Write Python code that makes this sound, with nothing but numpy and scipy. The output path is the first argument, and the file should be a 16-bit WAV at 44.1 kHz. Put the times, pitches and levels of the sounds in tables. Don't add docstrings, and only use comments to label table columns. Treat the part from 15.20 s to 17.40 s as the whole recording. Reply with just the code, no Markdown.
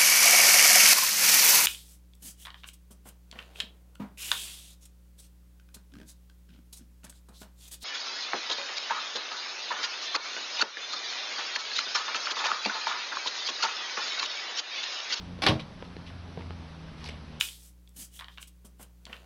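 import sys
import numpy as np
from scipy import signal
from scipy.fft import rfft, irfft
from scipy.io import wavfile
from scipy.ndimage import uniform_filter1d

SR = 44100
rng = np.random.default_rng(int(sys.argv[2]) if len(sys.argv) > 2 else 0)


def boost_factor(decibels):
    exponent = np.asarray(decibels, float) / 20
    return 10 ** exponent


def wav_out(sig):
    wavfile.write(sys.argv[1], SR, np.round(np.clip(np.atleast_2d(sig).T, -1, 1) * 32767).astype(np.int16))


N = 97020


def read(points, hz):
    f, value = np.transpose(points)
    return np.interp(np.log(hz + 1), np.log(f + 1), value)


def unit_rms(x):
    return x / np.sqrt(np.mean(x ** 2) + 1e-20)


def colour(x, db_at):
    hz = np.fft.rfftfreq(2 * len(x), 1 / SR)
    return irfft(rfft(x, 2 * len(x)) * boost_factor(db_at(hz)))[:len(x)]


def add(mix, start_s, sound):
    part = mix[round(start_s * SR):][:len(sound)]
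    part += sound[:len(part)]


def ring(modes, t):
    return sum(boost_factor(db - 60 * t / t60) * np.sin(2 * np.pi * hz * t) for hz, db, t60 in modes)


# pitch_hz, level_db (per Hz)
AIR_SPECTRUM = [(20, -15), (40, -10), (70, -8.5), (120, -8.5), (165, -5.5), (400, -17.5), (1000, -19.5),
                (2000, -25.5), (3800, -27.5), (12000, -38.5)]
# time_s, level_db
AIR_SWELL = [(0, 1.5), (.2, 0.3), (.5, 0), (1.2, 0.47), (1.8, 0), (2.2, -0.1)]


def air():
    level_db, patch_db = -47.5, 1
    frames, hz = N // 256 + 5, np.fft.rfftfreq(1024, 1 / SR)
    real, imaginary, patches = rng.standard_normal((frames, 513, 3)).T
    patches = uniform_filter1d(patches, size=14, axis=0)
    patches = unit_rms(uniform_filter1d(patches, size=10, axis=1))
    spectrum = (real + 1j * imaginary) * boost_factor(read(AIR_SPECTRUM, hz)[:, None] + patch_db * patches)
    hiss = unit_rms(signal.istft(spectrum, nperseg=1024, noverlap=768)[1][:N])
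    swell_db = np.interp(np.arange(N) / SR, *np.transpose(AIR_SWELL))
    return boost_factor(level_db + swell_db) * hiss


# time_s, firing_hz, first_order_db, second_order_db, third_order_db
ENGINE = [(0, 87.8, -47, -49.5, -60), (.15, 87.9, -47, -46, -54), (.45, 88, -62, -61.5, -64.5),
          (0.648, 87.47, -54, -48.5, -56.5), (.95, 87.82, -45.5, -54, -59),
          (1.151, 85.65, -46.5, -54.5, -57), (1.33, 83.77, -40, -52, -55.5),
          (1.499, 82.56, -50, -47.5, -62.5), (1.721, 79.8, -55, -46.5, -59.5), (1.9, 77.5, -45.5, -51, -56),
          (2.05, 76.36, -47.5, -52, -57.5), (2.2, 76.2, -54, -49.5, -49)]
# time_s, pitch_hz, level_db
HUM = [(0, 59.3, -52), (.6, 60.87, -57), (1.2, 63.8, -56), (1.8, 63.5, -50.5), (2.2, 60.9, -56)]


def drone():
    waver = 0.011
    t = np.arange(N) / SR
    time_s, firing_hz, *orders_db = np.transpose(ENGINE)
    slow = uniform_filter1d(rng.standard_normal(N), size=2000)
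    slow = unit_rms(uniform_filter1d(slow, size=2000))
    turns = np.cumsum(np.interp(t, time_s, firing_hz) * (1 + waver * slow)) / SR
    engine = sum(boost_factor(np.interp(t, time_s, db)) * np.sin(2 * np.pi * (k + 1) * turns + k)
                 for k, db in enumerate(orders_db))
    time_s, pitch_hz, level_db = np.transpose(HUM)
    hum_turns = np.cumsum(np.interp(t, time_s, pitch_hz)) / SR
    hum = boost_factor(np.interp(t, time_s, level_db)) * np.sin(2 * np.pi * hum_turns)
    return np.sqrt(2) * (engine + hum)


SCUFF_STARTS = [.3935, .64, .864, .872, .9, 1.77, 1.8, 1.84, 1.8412, 1.853, 1.858, 1.874, 1.887, 1.893]
# length_s, level_db, centre_hz, width_hz
SCUFF_SHAPES = [(0.02, -45, 2800, 760), (0.038, -55, 3300, 2600), (0.02, -48.5, 3340, 1800),
                (.04, -51, 3000, 1700), (0.011, -46.5, 1060, 1300), (0.18, -52.5, 2900, 4500),
                (0.2, -53.5, 820, 720), (0.17, -51.5, 2800, 1800), (0.0062, -38.5, 5240, 4900),
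                (0.0049, -39.5, 6300, 2100), (0.015, -41, 4200, 5200), (0.0077, -40.5, 4200, 4000),
                (.006, -41, 4300, 5000), (0.0065, -42, 2400, 4700)]


def scuffs():
    out, t = np.zeros(N), np.arange(7000) / SR
    for start_s, (length_s, level_db, centre_hz, width_hz) in zip(SCUFF_STARTS, SCUFF_SHAPES):
        def resonance_db(f):
            peak = -10 * np.log10(1 + ((f - centre_hz) / width_hz * 2) ** 2)
            return peak - 10 * np.log10(1 + (.5 * centre_hz / (f + 1)) ** 6)
        grain_db = 2.4 * np.minimum(rng.exponential(1, len(t)), 4)
        grit = unit_rms(colour(rng.standard_normal(len(t)) * boost_factor(grain_db), resonance_db))
        stroke = np.sin(np.pi * np.minimum(t / length_s, 1) ** .5)
        add(out, start_s, boost_factor(level_db) * grit * stroke)
    return out


# start_s, level_db, pitch_hz, t60_s, snap (relative size, negative pulls inward)
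KNOCKS = [(.1905, -35.5, 504, 0.016, 1.1), (.2215, -35.5, 1080, 0.19, .1), (.2360, -26, 5210, 0.021, 0.8),
          (.2645, -21, 1178, 0.074, -0.065), (0.2663, -20.5, 3250, 0.02, 0.9),
          (.2670, -22.5, 775, 0.094, .1), (.2755, -27.5, 1507, .04, -0.14), (0.625, -31, 506, 0.024, -1.03),
          (.7670, -33, 443, 0.017, 1.3), (1.1745, -36, 471, 0.059, -1.2),
          (1.1748, -37.5, 763, 0.037, -0.018), (1.1770, -32, 156, 0.071, 0.1),
          (1.1950, -39.5, 375, 0.046, 1.1), (1.2107, -42.5, 2300, 0.0095, 0.16),
          (1.2210, -41.5, 2120, 0.017, 0.43), (1.207, -43, 907, 0.062, 0.6),
          (1.3070, -30.5, 1263, 0.0065, 0.16), (1.3070, -36.5, 426, 0.018, 0.003),
          (1.6850, -45.5, 1530, 0.027, 0.61), (1.8897, -39, 2630, 0.024, -0.29),
          (1.891, -38, 450, 0.027, 0.12), (2.0830, -49, 2530, .02, 0.66)]


def knocks():
    tick_hz = 2300
    out, t = np.zeros(N), np.arange(4000) / SR
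    u = 2 * np.pi * tick_hz * t
    pulse = signal.lfilter([.3], [1, -.7], u * (1 - .5 * u) * np.exp(-u))
    for start_s, level_db, hz, t60, snap in KNOCKS:
        modes = [(hz, 0, t60), (1.35 * hz, -3, 0.37 * t60),
                 (.72 * hz, -11, t60), (2.03 * hz, -8, 0.61 * t60)]
        add(out, start_s, np.sign(snap) * boost_factor(level_db) * (7 * abs(snap) * pulse + ring(modes, t)))
    return out


# start_s, level_db,
# pitch_hz, t60_s
PINGS = [(0.2202, -31, 3100, 0.03), (0.2204, -27.5, 4010, 0.03), (.2222, -28, 3500, 0.038),
         (.2260, -33.5, 2300, 0.25), (.2310, -32.5, 811, 0.13), (.2362, -27, 4760, 0.037),
         (.2400, -26, 301, 0.079), (.2410, -30, 4220, 0.026), (0.2655, -18, 11150, 0.01),
         (0.267, -11, 3280, 0.0043), (0.275, -22.5, 1075, 0.057), (.2650, -21.5, 4830, 0.023),
         (.2690, -23, 3610, 0.028), (.2720, -26, 2320, 0.049), (0.2746, -16.5, 4320, 0.02),
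         (0.278, -22, 4680, 0.023), (0.2842, -24, 2950, 0.048), (.2850, -24.5, 3674, 0.093),
         (.2880, -27.5, 3264, 0.055), (.2965, -33, 3600, 0.027), (0.306, -42, 2500, 0.039),
         (.3180, -35, 3304, 0.069), (.3220, -23, 137, 0.18), (0.347, -31, 86, 0.13),
         (.3260, -32.5, 643, 0.11), (.3945, -37, 2350, 0.017), (.4000, -35, 3800, 0.014),
         (0.404, -31.5, 3400, .01), (0.41, -45, 3740, 0.064), (0.419, -36.5, 147, 0.19),
         (0.6245, -40, 3240, 0.0093), (.6250, -33.5, 980, 0.021), (.6510, -41, 3500, .008),
         (0.767, -42, 4040, .012), (1.1900, -47.5, 953, .1), (1.2100, -50, 2590, .03),
         (1.3072, -43, 910, 0.025), (1.8425, -40, 5900, 0.0085), (1.841, -38, 3270, .004),
         (1.8444, -34, 1000, 0.016), (1.8613, -42.5, 2150, 0.034), (1.8647, -33, 3640, .006),
         (1.8675, -38, 4530, .02), (1.8759, -37, 4500, .006), (1.887, -34, 9150, .01),
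         (1.8880, -33, 7800, .01), (1.8907, -29, 3030, .004), (1.8915, -30, 2250, .012),
         (1.8940, -38, 2860, .025), (1.9075, -48, 3520, .015)]


def pings():
    rise_s = 0.00038
    out, t = np.zeros(N), np.arange(6000) / SR
    for start_s, level_db, pitch_hz, t60_s in PINGS:
        add(out, start_s, np.minimum(t / rise_s, 1) * ring([(pitch_hz, level_db, t60_s)], t))
    return out


# start_s, level_db, bass_db (below 200 Hz)
THUDS = [
    (0.232, -32, -10),
    (0.266, -19, -28),
    (0.2918, -21.5, 1),
    (0.3010, -26.5, 5),
    (0.319, -42.5, 4),
    (.345, -37, -12),
]
# pitch_hz, level_db, t60_s
PANEL_MODES = [(77, -20, 0.17), (113.8, -1.5, 0.12), (135, -21, 0.1), (162, 1, 0.26), (224.5, -10.5, 0.28),
               (311.3, -10, 0.26), (420, -7, 0.089), (535, -13, 0.25), (190.2, -18, 0.18),
               (785, -14, 0.095), (1120, -22, .1), (1137, -10, 0.3)]


def panel():
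    push_s, rumble_db, rumble_hz, rumble_t60_s = 0.001, -2.5, 600, 0.19
    out, t = np.zeros(N), np.arange(22000) / SR
    push = np.sin(np.pi * np.minimum(t[:800] / push_s, 1))
    push = push / push.sum()

    def rumble_band_db(f):
        return -10 * np.log10(1 + (f / rumble_hz) ** 4) - 10 * np.log10(1 + (220 / (f + 1)) ** 4)

    for start_s, level_db, bass_db in THUDS:
        uneven_db = .5 * rng.standard_normal(len(PANEL_MODES))
        modes = [(hz, db + extra + bass_db * (hz < 200), t60)
                 for (hz, db, t60), extra in zip(PANEL_MODES, uneven_db)]
        boom = signal.oaconvolve(ring(modes, t), push)[:len(t)]
        rumble = unit_rms(colour(rng.standard_normal(len(t)), rumble_band_db))
        rumble = rumble * np.minimum(t / 0.014, 1) * boost_factor(rumble_db - 60 * t / rumble_t60_s)
        add(out, start_s, -boost_factor(level_db) * (boom + rumble))
    return out


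# start_s, level_db, t60_s, tilt_db (per octave)
BLOWS = [
    (0.2197, -27, 0.28, 1.5),
    (0.2361, -25.5, 0.029, -1),
    (.2640, -16.5, 0.059, -1.5),
    (.2700, -22.5, 0.093, -5.5),
    (.2760, -35, 0.28, -4.5),
    (0.2844, -23, 0.078, 0),
    (.2930, -27.5, 0.12, -2.5),
    (0.3959, -42.5, 0.11, -2),
    (.4000, -46, 0.11, 3.5),
]
# pitch_hz, level_db
LATCH_MODES = [(790, -2), (1100, 4.5), (1450, -3.5), (2400, -8), (2900, -3), (3500, -7), (4000, 0.5),
               (4600, -5)]
# pitch_hz, level_db
STEEL = [(120, -14), (300, -21), (800, -18), (1450, 3.5), (3700, 4), (6000, -1), (12000, -10.5)]


def latch():
    ring_t60_s, ring_db, rise_s = .02, -6, .001
    clicks_per_s, spread_db = 7000, 1.8
    out, t = np.zeros(N), np.arange(12000) / SR
    bell = ring([(hz, db, ring_t60_s) for hz, db in LATCH_MODES], t[:4000])
    for start_s, level_db, t60_s, tilt_db in BLOWS:
        def steel_db(f):
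            return read(STEEL, f) + tilt_db * np.log2((f + 50) / 2000)
        clicks = (rng.random(len(t)) < clicks_per_s / SR) * rng.standard_normal(len(t))
        clicks = clicks * boost_factor(spread_db * rng.exponential(1, len(t)))
        decay = boost_factor(-60 * t / t60_s) + 0.56 * boost_factor(-60 * t / 0.02)
        shape = np.minimum(t / rise_s, 1) * boost_factor(level_db) * decay
        clatter = unit_rms(colour(clicks + 0.64 * rng.standard_normal(len(t)), steel_db))
        bell_rms = np.sqrt(np.mean(signal.oaconvolve(clicks, bell) ** 2))
        ringing = signal.oaconvolve(shape * clicks, bell)[:len(t)] / bell_rms
        add(out, start_s, shape * clatter + boost_factor(ring_db) * ringing)
    return out


# pitch_hz, t60_s
YARD_DECAY = [(100, 0.31), (500, 0.3), (2000, 0.16), (6000, 0.2)]


def yard(x):
    taps = np.zeros(SR // 2)
    at = np.arange(300, len(taps) - 20, 20)
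    taps[at + rng.integers(0, 20, len(at))] = rng.choice([-1., 1.], len(at))
    hz, t, z = signal.stft(taps, SR, nperseg=256)
    dying = z * boost_factor(-60 * t / read(YARD_DECAY, hz)[:, None])
    tail = signal.istft(dying, SR, nperseg=256)[1]
    return signal.fftconvolve(x, tail / np.linalg.norm(tail))[:N]


def scene():
    low_cut_hz, yard_db = 79, -10.5
    door = latch() + panel() + knocks() + pings() + scuffs()
    near = signal.lfilter(*signal.butter(2, low_cut_hz, "high", fs=SR), door)
    return (near + boost_factor(yard_db) * yard(near) + drone() + air())[None]


# pitch_hz, level_db
TREBLE = [(4000, -0.33), (5000, -2), (5800, -3.5), (6600, -10.5), (7700, -12), (9200, -13), (10800, -7),
          (11500, -16.5)]
GAPS_HZ = (7000, 8500, 10000)


def treble_response(x):
    gap_width_hz, edge_hz = 450, 11580

    def response_db(f):
        gaps_db = sum(10 * np.log10(0.0012 + 1 - np.exp(-((f - hz) / gap_width_hz) ** 2))
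                      for hz in GAPS_HZ)
        return read(TREBLE, f) + gaps_db - 10 * np.log10(1 + (f / edge_hz) ** 200)
    return colour(x, response_db)


def top_cut(x):
    return signal.sosfilt(signal.butter(12, 12300, fs=SR, output="sos"), x)


def record(dry):
    mix = treble_response(dry[0])[None]
    return top_cut(mix)


dry = scene()
out = record(dry)
wav_out(out)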